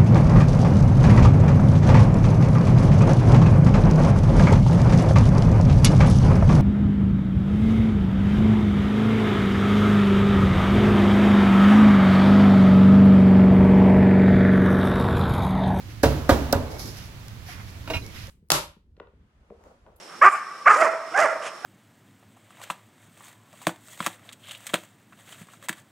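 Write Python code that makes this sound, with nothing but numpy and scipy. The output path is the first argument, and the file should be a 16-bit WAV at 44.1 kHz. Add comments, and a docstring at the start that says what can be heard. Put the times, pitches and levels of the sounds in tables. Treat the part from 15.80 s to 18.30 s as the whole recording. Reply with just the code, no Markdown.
"""A soft hollow tap and faint handling; a cleaver chops roast meat three times on a wooden block, close by.
A faint whistle; the blade scrapes the pieces up as a plastic glove rustles and snaps, to the end.
The cleaver clatters onto a steel tray and settles; two faint whistles follow.
Throughout: street rumble and hiss. Blows are modes and noise, the rest is shaped noise with a few modes.
The stall's walls give chops and clatter a short echo; the street gives the chops a long one."""
import sys
import numpy as np
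from scipy import signal
from scipy.fft import rfft, irfft, next_fast_len
from scipy.io import wavfile
from scipy.ndimage import map_coordinates

SR = 44100
rng = np.random.default_rng(int(sys.argv[2]) if len(sys.argv) > 2 else 0)


def boost_factor(decibels):
    """Convert a level in decibels to a linear amplitude factor."""
    exponent = np.asarray(decibels, float) / 20
    return 10 ** exponent


def wav_record(signal):
    """Record a signal, one row per channel, as 16-bit PCM in the file named by sys.argv[1]."""
    frames = np.transpose(np.atleast_2d(signal))
    bounded = np.clip(frames, -1, 1)
    # unit amplitude maps onto the largest positive 16-bit level
    quanta = np.round(bounded * 32767).astype(np.int16)
    wavfile.write(sys.argv[1], SR, quanta)


N = 110250

# street noise spectrum: f/Hz, relative level/dB
STREET_SPECTRUM = [(18, -11), (30, -8), (104, 2.5), (160, -8.5), (420, -23), (1000, -24), (2000, -25),
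                   (5440, -31.5), (8000, -33), (15800, -39.5)]
# left-right likeness of ambient sounds: f/Hz, likeness/1
AMBIENT_LIKENESS = [(60, 0.87), (250, 0.89), (700, 0.19), (2000, 0.045)]
# left-right likeness of the echoes: f/Hz, likeness/1
ECHO_LIKENESS = [(300, 0.87), (700, 0.53), (3000, 0.15)]
# faint narrow whistles: start/s, length/s, f/Hz, level/dB
WHISTLES_TABLE = [(0.85, 0.25, 2200, -56), (2.212, 0.045, 4020, -54), (2.235, 0.075, 2217, -54)]
# hand movements: peak/s, half-length scale/s, glove crinkle/dB, drag/dB, drag pitch/Hz
HAND_MOVES = [(0.928, 0.045, -47, -37.5, 430), (1.005, 0.022, -36.5, -53, 700),
              (1.06, 0.049, -42.5, -39, 230), (1.177, 0.072, -46.5, -49.5, 2200),
              (1.697, 0.043, -44, -44.5, 1850), (1.785, 0.047, -56, -48.5, 1390),
              (0.107, 0.027, -55.5, -53.5, 2200), (1.887, 0.019, -50.5, -55.5, 2200),
              (2.167, 0.1, -52, -45.5, 278), (2.379, 0.073, -48.5, -45, 2270)]
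# thin plastic glove spectrum: f/Hz, relative level/dB
GLOVE_SPECTRUM = [(1500, -8), (3000, -14), (5200, -1), (8000, -10.5), (12000, -7.5), (16000, -24.5)]
# glove snaps: t/s, level/dB
GLOVE_SNAPS = [(1.4825, -35.5), (2.2643, -34.5), (2.4707, -38)]
# soft hollow taps: t/s, f/Hz, level/dB
HOLLOW_TAPS = [(0.085, 305, -36.5), (1.685, 717, -35.5), (2.478, 540, -39)]
# decay of the echo off the stall's walls: f/Hz, t60/s
STALL_DECAY = [(100, 0.8), (1000, 0.11), (10000, 0.34)]
# decay of the street's echo: f/Hz, t60/s
STREET_DECAY = [(100, 1.15), (10000, 1.09)]
# low modes of the stand under the block: f/Hz, level/dB, t60/s
STAND_MODES = [(67.1, -1.5, 0.35), (94.1, 5.5, 0.15), (141.5, -7, 0.45)]
# landings of the cleaver on the tray: t/s, level/dB, brightness/(dB/octave), rattle length scale/s
TRAY_LANDINGS = [(2.0756, -34.5, -0.5, 0.001), (2.1006, -24.5, -1, 0.0054), (2.1356, -29, 3.5, 0.036)]
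# tray modes: f/Hz, level/dB, t60/s
TRAY_MODES = [(267, -3.5, 0.12), (650, 0, 0.12), (959.4, -6.5, 0.14), (1384, -2, 0.044), (2200, 1, 0.022),
              (2484, -6, 0.18), (2787, -2.5, 0.052), (3910, -5, 0.023), (5420, -18, 0.095)]
# chops: contact with wood/s, blow/dB, crust crunch/dB, pitch favoured by the struck spot/Hz,
# fall-off away from it/(dB/octave)
CHOP_BLOWS = [(0.2339, -12, -15.5, 290, 2), (0.493, -11.5, -21.5, 697, 1.72), (0.7283, -15.5, -7, 579, 3.5)]
# block modes: f/Hz, level/dB, t60/s
BLOCK_MODES = [(237.2, -16.5, 0.61), (274.2, 6, 0.056), (563, 6, 0.059), (663, -9, 0.16), (756, -30, 0.19),
               (963.3, -9, 0.19), (1237, -10, 0.087), (1500, -1.5, 0.068), (1646, 1, 0.034)]
# dense small modes of wood and blade: f/Hz, relative level/dB
KNOCK_SPECTRUM = [(88, -8), (150, -9), (566, -6), (888, -8), (1690, -13.5), (2020, -17), (16000, -31)]
# their decay: f/Hz, t60/s
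KNOCK_DECAY = [(200, 0.26), (1000, 0.12), (12000, 0.12)]
# crust crunch spectrum: f/Hz, relative level/dB
CRUNCH_SPECTRUM = [(1500, -30), (2800, -24), (3950, 1), (9500, -4.5), (13800, -4), (16000, -7.5)]
# port imbalance: f/Hz, left over right/dB
PORT_BALANCE = [(60, -4.5), (700, -2), (4400, -7), (15000, 2)]
# port phase: f/Hz, left lead/rad
PORT_PHASE = [(500, -0.11), (4000, -1.71)]

STREET_DB, STALL_DB, FAR_DB = -40.5, -6, -13
WHISTLE_WIDTH_HZ, DRAG_WIDTH_OCTAVES = 80, 1  # both 1/e half-widths
CRINKLES_PER_S, CRINKLE_SPREAD_DB, WOBBLE_DB, TAP_T60_S = 2500, 2, 1.5, 0.07
STAND_PEAK_S = 0.03074  # modes pull together this long after the blow
TRAY_NOISE_DB, LANDING_DB = -2, -24
TRAY_ATTACK_S, TRAY_BRIGHT_TOP_HZ = 0.00016, 2780  # brightness tilt is flat above this pitch
SETTLE_S, SETTLE_T60_S = 2.174, 0.14
CRUNCH_S, KNOCK_DB, RING_ATTACK_S = 0.0045, 11, 0.00046
MODE_SCATTER_DB = 2
FLUTTER_STEP_RAD, FLUTTER_PER_S, FLUTTER_HZ = 0.35, 90, 600  # flutter grows above this pitch
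PORT_DIP_HZ, PORT_DIP_DB, PORT_DIP_WIDTH_HZ = 8600, -5.5, 1500
TOP_HZ = 15950


def unit(x):
    """Scaled to rms 1."""
    return x / np.sqrt(np.mean(x ** 2) + 1e-20)


def along(points, hz):
    """Interpolates (Hz, value) points on a log axis."""
    f, v = np.transpose(points)
    return np.interp(np.log(hz + 1), np.log(f + 1), v)


def filtered(x, response):
    """x times a complex response of frequency."""
    m = next_fast_len(x.shape[-1] + 8192)
    spectrum = rfft(x, m) * response(np.fft.rfftfreq(m, 1 / SR))
    return irfft(spectrum, m)[..., :x.shape[-1]]


def coloured(x, spectrum):
    """x through a (Hz, dB) spectrum, rms 1."""
    return unit(filtered(x, lambda hz: boost_factor(along(spectrum, hz))))


def wobble(knots_per_s):
    """Smooth random curve."""
    knots = rng.standard_normal(int(N * knots_per_s / SR) + 4)
    return map_coordinates(knots, [np.arange(N) * knots_per_s / SR])


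def dying(t60s, size, channels=1):
    """Noise whose every frequency dies at its own speed."""
    hz, t, z = signal.stft(rng.standard_normal((channels, size)), SR, nperseg=128)
    t60_s = np.maximum(along(t60s, hz), .01)[:, None]
    return signal.istft(z * boost_factor(-60 * t / t60_s), SR, nperseg=128)[1][:, :size]


def widen(pair, likeness=AMBIENT_LIKENESS):
    """Mixes two unrelated signals to the likeness of the two ports."""
    def mid_side(hz):
        turn = np.arccos(np.clip(along(likeness, hz), -1, 1)) / 2
        return np.array([np.cos(turn), np.sin(turn)])
    mid, side = filtered(pair, mid_side)
    return np.array([mid + side, mid - side])


def ring(modes, colour_db, t, attack_s):
    """One strike on decaying modes; levels scatter, uneven contact wavers the phase, pressure falls first."""
    total = 0
    for hz, db, t60 in modes:
        level_db = db + colour_db(hz) + MODE_SCATTER_DB * rng.normal()
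        walk = np.cumsum(rng.standard_normal(100))
        waver = FLUTTER_STEP_RAD * np.interp(t * FLUTTER_PER_S, np.arange(100), walk)
        phase = 2 * np.pi * hz * t + waver * max(1, hz / FLUTTER_HZ) ** .5
        total = total + boost_factor(level_db - 60 * t / t60) * np.sin(phase)
    return -total * (1 - np.exp(-t / attack_s))


def add(track, s, x):
    """Lays x on the track at s seconds."""
    at = round(s * SR)
    track[at:at + len(x)] += x[:len(track) - at]


def street():
    """Lumpy traffic rumble under a smooth hiss: one noise split near 250 Hz, each part wavering by itself."""
    noise = coloured(rng.standard_normal((2, N)), STREET_SPECTRUM)
    rumble = filtered(noise, lambda hz: 1 / (1 + (hz / 250) ** 4))
    hiss = noise - rumble
    rumble_gain = boost_factor(0.49 * wobble(10.15) + 0.7 * wobble(0.92))
    hiss_gain = boost_factor(0.38 * wobble(6.0))
    return boost_factor(STREET_DB) * widen(rumble * rumble_gain + hiss * hiss_gain)


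def echo(x, t60s, delay_s):
    """Diffuse reflections: decaying noise tails, drawn anew for each quarter second of sound."""
    out, step = np.zeros((2, N + 2 * SR)), SR // 4
    for at in range(step // 2, N, step):
        tail = dying(t60s, size=SR, channels=2)
        wet = signal.fftconvolve(x[None, at:at + step], tail / np.linalg.norm(tail[0]), axes=1)
        out[:, at + int(delay_s * SR):][:, :wet.shape[1]] += wet
    return widen(out[:, :N], ECHO_LIKENESS)


def whistles():
    """Narrow unsteady noise bands that swell and fade."""
    t = np.arange(N) / SR
    out = np.zeros((2, N))
    for s, length, centre_hz, db in WHISTLES_TABLE:
        swell = np.sin(np.pi * np.clip((t - s) / length, 0, 1)) ** .5
        band = filtered(rng.standard_normal((2, N)),
                        lambda hz: np.exp(-((hz - centre_hz) / WHISTLE_WIDTH_HZ) ** 2))
        out += boost_factor(db) * swell * boost_factor(2 * WOBBLE_DB * wobble(39.66)) * widen(unit(band))
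    return out


def glove_crinkle(swells):
    """Thin plastic buckles in dense random clicks over a rustle."""
    hits = rng.random((2, N)) < CRINKLES_PER_S / SR
    sizes = boost_factor(CRINKLE_SPREAD_DB * rng.exponential(size=(2, N)))
    clicks = hits * sizes * rng.choice([-1, 1], (2, N))
    rustle = coloured(unit(clicks) + rng.standard_normal((2, N)), GLOVE_SPECTRUM)
    return swells.sum(0) * boost_factor(WOBBLE_DB * wobble(54.4)) * rustle


def drag(swells, pitches_hz):
    """Rubbing: a noise band about each movement's own pitch."""
    rub = rng.standard_normal((2, N))
    out = np.zeros((2, N))
    for swell, centre_hz in zip(swells, pitches_hz):
        band = filtered(rub, lambda hz: np.exp(-(np.log2((hz + 1) / centre_hz) / DRAG_WIDTH_OCTAVES) ** 2))
        out += swell * unit(band)
    return boost_factor(WOBBLE_DB * wobble(28.72)) * out


def snaps_and_taps():
    """Snaps are short bursts of glove noise; each tap rings one mode."""
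    out, t = np.zeros(N), np.arange(SR // 4) / SR
    for s, db in GLOVE_SNAPS:
        burst = coloured(rng.standard_normal(900), GLOVE_SPECTRUM)
        add(out, s, boost_factor(db - 60 * t[:900] / 0.011) * burst)
    for s, hz, db in HOLLOW_TAPS:
        add(out, s, ring([(hz, db, TAP_T60_S)], lambda hz: 0, t, attack_s=0.004))
    return out


def hands():
    """Each movement swells quickly and fades slower, driving crinkle and drag; snaps and taps stand apart."""
    t = np.arange(N) / SR
    s, half, glove_db, drag_db, drag_hz = np.transpose(HAND_MOVES)[:, :, None]
    swell = np.exp(-((t - s) / half / np.where(t < s, .7, 1.3)) ** 2)
    moving = glove_crinkle(boost_factor(glove_db) * swell) + drag(boost_factor(drag_db) * swell, drag_hz)
    return widen(moving) + snaps_and_taps()


def thump(t):
    """The stand's low modes swell, peak together and beat."""
    late = t - STAND_PEAK_S
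    modes = sum(boost_factor(db - 60 * t / t60) * np.cos(2 * np.pi * hz * late) for hz, db, t60 in STAND_MODES)
    return np.clip(t / STAND_PEAK_S, 0, 1) ** 2 * modes


def clanks():
    """Each landing is a short rattle of contacts that rings the tray; the last also shakes the stand."""
    out, t = np.zeros(N), np.arange(SR // 3) / SR
    for s, db, tilt_db, length in TRAY_LANDINGS:
        contacts = rng.standard_normal(2500) * (rng.random(2500) < .03)
        rattle = np.exp(-(t[:2500] / length) ** 4) * contacts
        rattle[0] = 3  # sure first contact
        colour_db = lambda hz: tilt_db * np.log2(min(hz, TRAY_BRIGHT_TOP_HZ) / 500)
        body = ring(TRAY_MODES, colour_db, t, TRAY_ATTACK_S)
        spectrum = [(hz, level + colour_db(hz)) for hz, level in KNOCK_SPECTRUM]
        body += boost_factor(TRAY_NOISE_DB - 60 * t / 0.16) * coloured(rng.standard_normal(len(t)), spectrum)
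        add(out, s, boost_factor(db) * signal.fftconvolve(rattle / np.linalg.norm(rattle), body))
    add(out, TRAY_LANDINGS[-1][0], boost_factor(LANDING_DB) * thump(t))
    return out


def chops():
    """Edge crunches the crust, meets the wood; the stand thumps late; the street throws back a wash."""
    blows, bare, t = np.zeros(N), np.zeros((2, N)), np.arange(SR) / SR
    for s, db, crunch_db, spot_hz, fall_db in CHOP_BLOWS:
        colour_db = lambda hz: -fall_db * np.minimum(abs(np.log2((hz + 1) / spot_hz)), 2)
        spot_level_db = along(KNOCK_SPECTRUM, spot_hz)
        shape = lambda hz: boost_factor(along(KNOCK_SPECTRUM, hz) - spot_level_db + colour_db(hz))

        crunch_swell = (t / CRUNCH_S) ** 2 * np.exp(-(t / CRUNCH_S) ** 3)
        crunch = coloured(rng.standard_normal((2, len(t))), CRUNCH_SPECTRUM)
        crunch = boost_factor(crunch_db) * crunch * crunch_swell

        knock = dying(KNOCK_DECAY, size=len(t))[0]
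        knock = filtered(knock / knock[:441].std(), shape) * (1 - np.exp(-t / RING_ATTACK_S))
        block = ring(BLOCK_MODES, colour_db, t, RING_ATTACK_S)
        add(blows, s, boost_factor(db) * (block + boost_factor(KNOCK_DB) * knock + boost_factor(-fall_db / 2) * thump(t)))

        wash = dying(STREET_DECAY, size=len(t), channels=2)
        wash = widen(filtered(wash / wash[:, :441].std(), shape), ECHO_LIKENESS)
        wash = wash * (1 - np.exp(-t / 0.0068))
        for track, tail, crackle in zip(bare, wash, crunch):
            add(track, s, boost_factor(db + KNOCK_DB + FAR_DB) * tail)
            add(track, s - CRUNCH_S, crackle)  # crust breaks before the wood is met
    return blows, bare


def scene():
    """Near blows with their echoes, hands, whistles and street."""
    blows, bare = chops()
    hits = blows + clanks()
    # the cleaver lies flat and damps the tray; the fade covers all hits and their stall echo
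    settle = boost_factor(-60 * np.clip(np.arange(N) / SR - SETTLE_S, 0, None) / SETTLE_T60_S)
    near = (hits + boost_factor(STALL_DB) * echo(hits, STALL_DECAY, delay_s=0.0056)) * settle
    return near + bare + hands() + whistles() + street()


def band_limit(x):
    """A steep low-pass at the top of the band."""
    return signal.sosfilt(signal.butter(12, 16660, fs=SR, output="sos"), x)


def record(dry):
    """Two phone ports differ in level and phase and share a treble dip; soft clip, band limit."""
    half = lambda hz: boost_factor(along(PORT_BALANCE, hz) / 2) * np.exp(.5j * along(PORT_PHASE, hz))
    dip = lambda hz: boost_factor(PORT_DIP_DB * np.exp(-((hz - PORT_DIP_HZ) / PORT_DIP_WIDTH_HZ) ** 2))
    ports = filtered(dry, lambda hz: dip(hz) * np.array([half(hz), 1 / half(hz)]))
    clipped = ports / (1 + abs(ports / .93) ** 6) ** (1 / 6)
    mix = filtered(clipped, lambda hz: hz < TOP_HZ)
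    return band_limit(mix)


dry = scene()
out = record(dry)
wav_record(out)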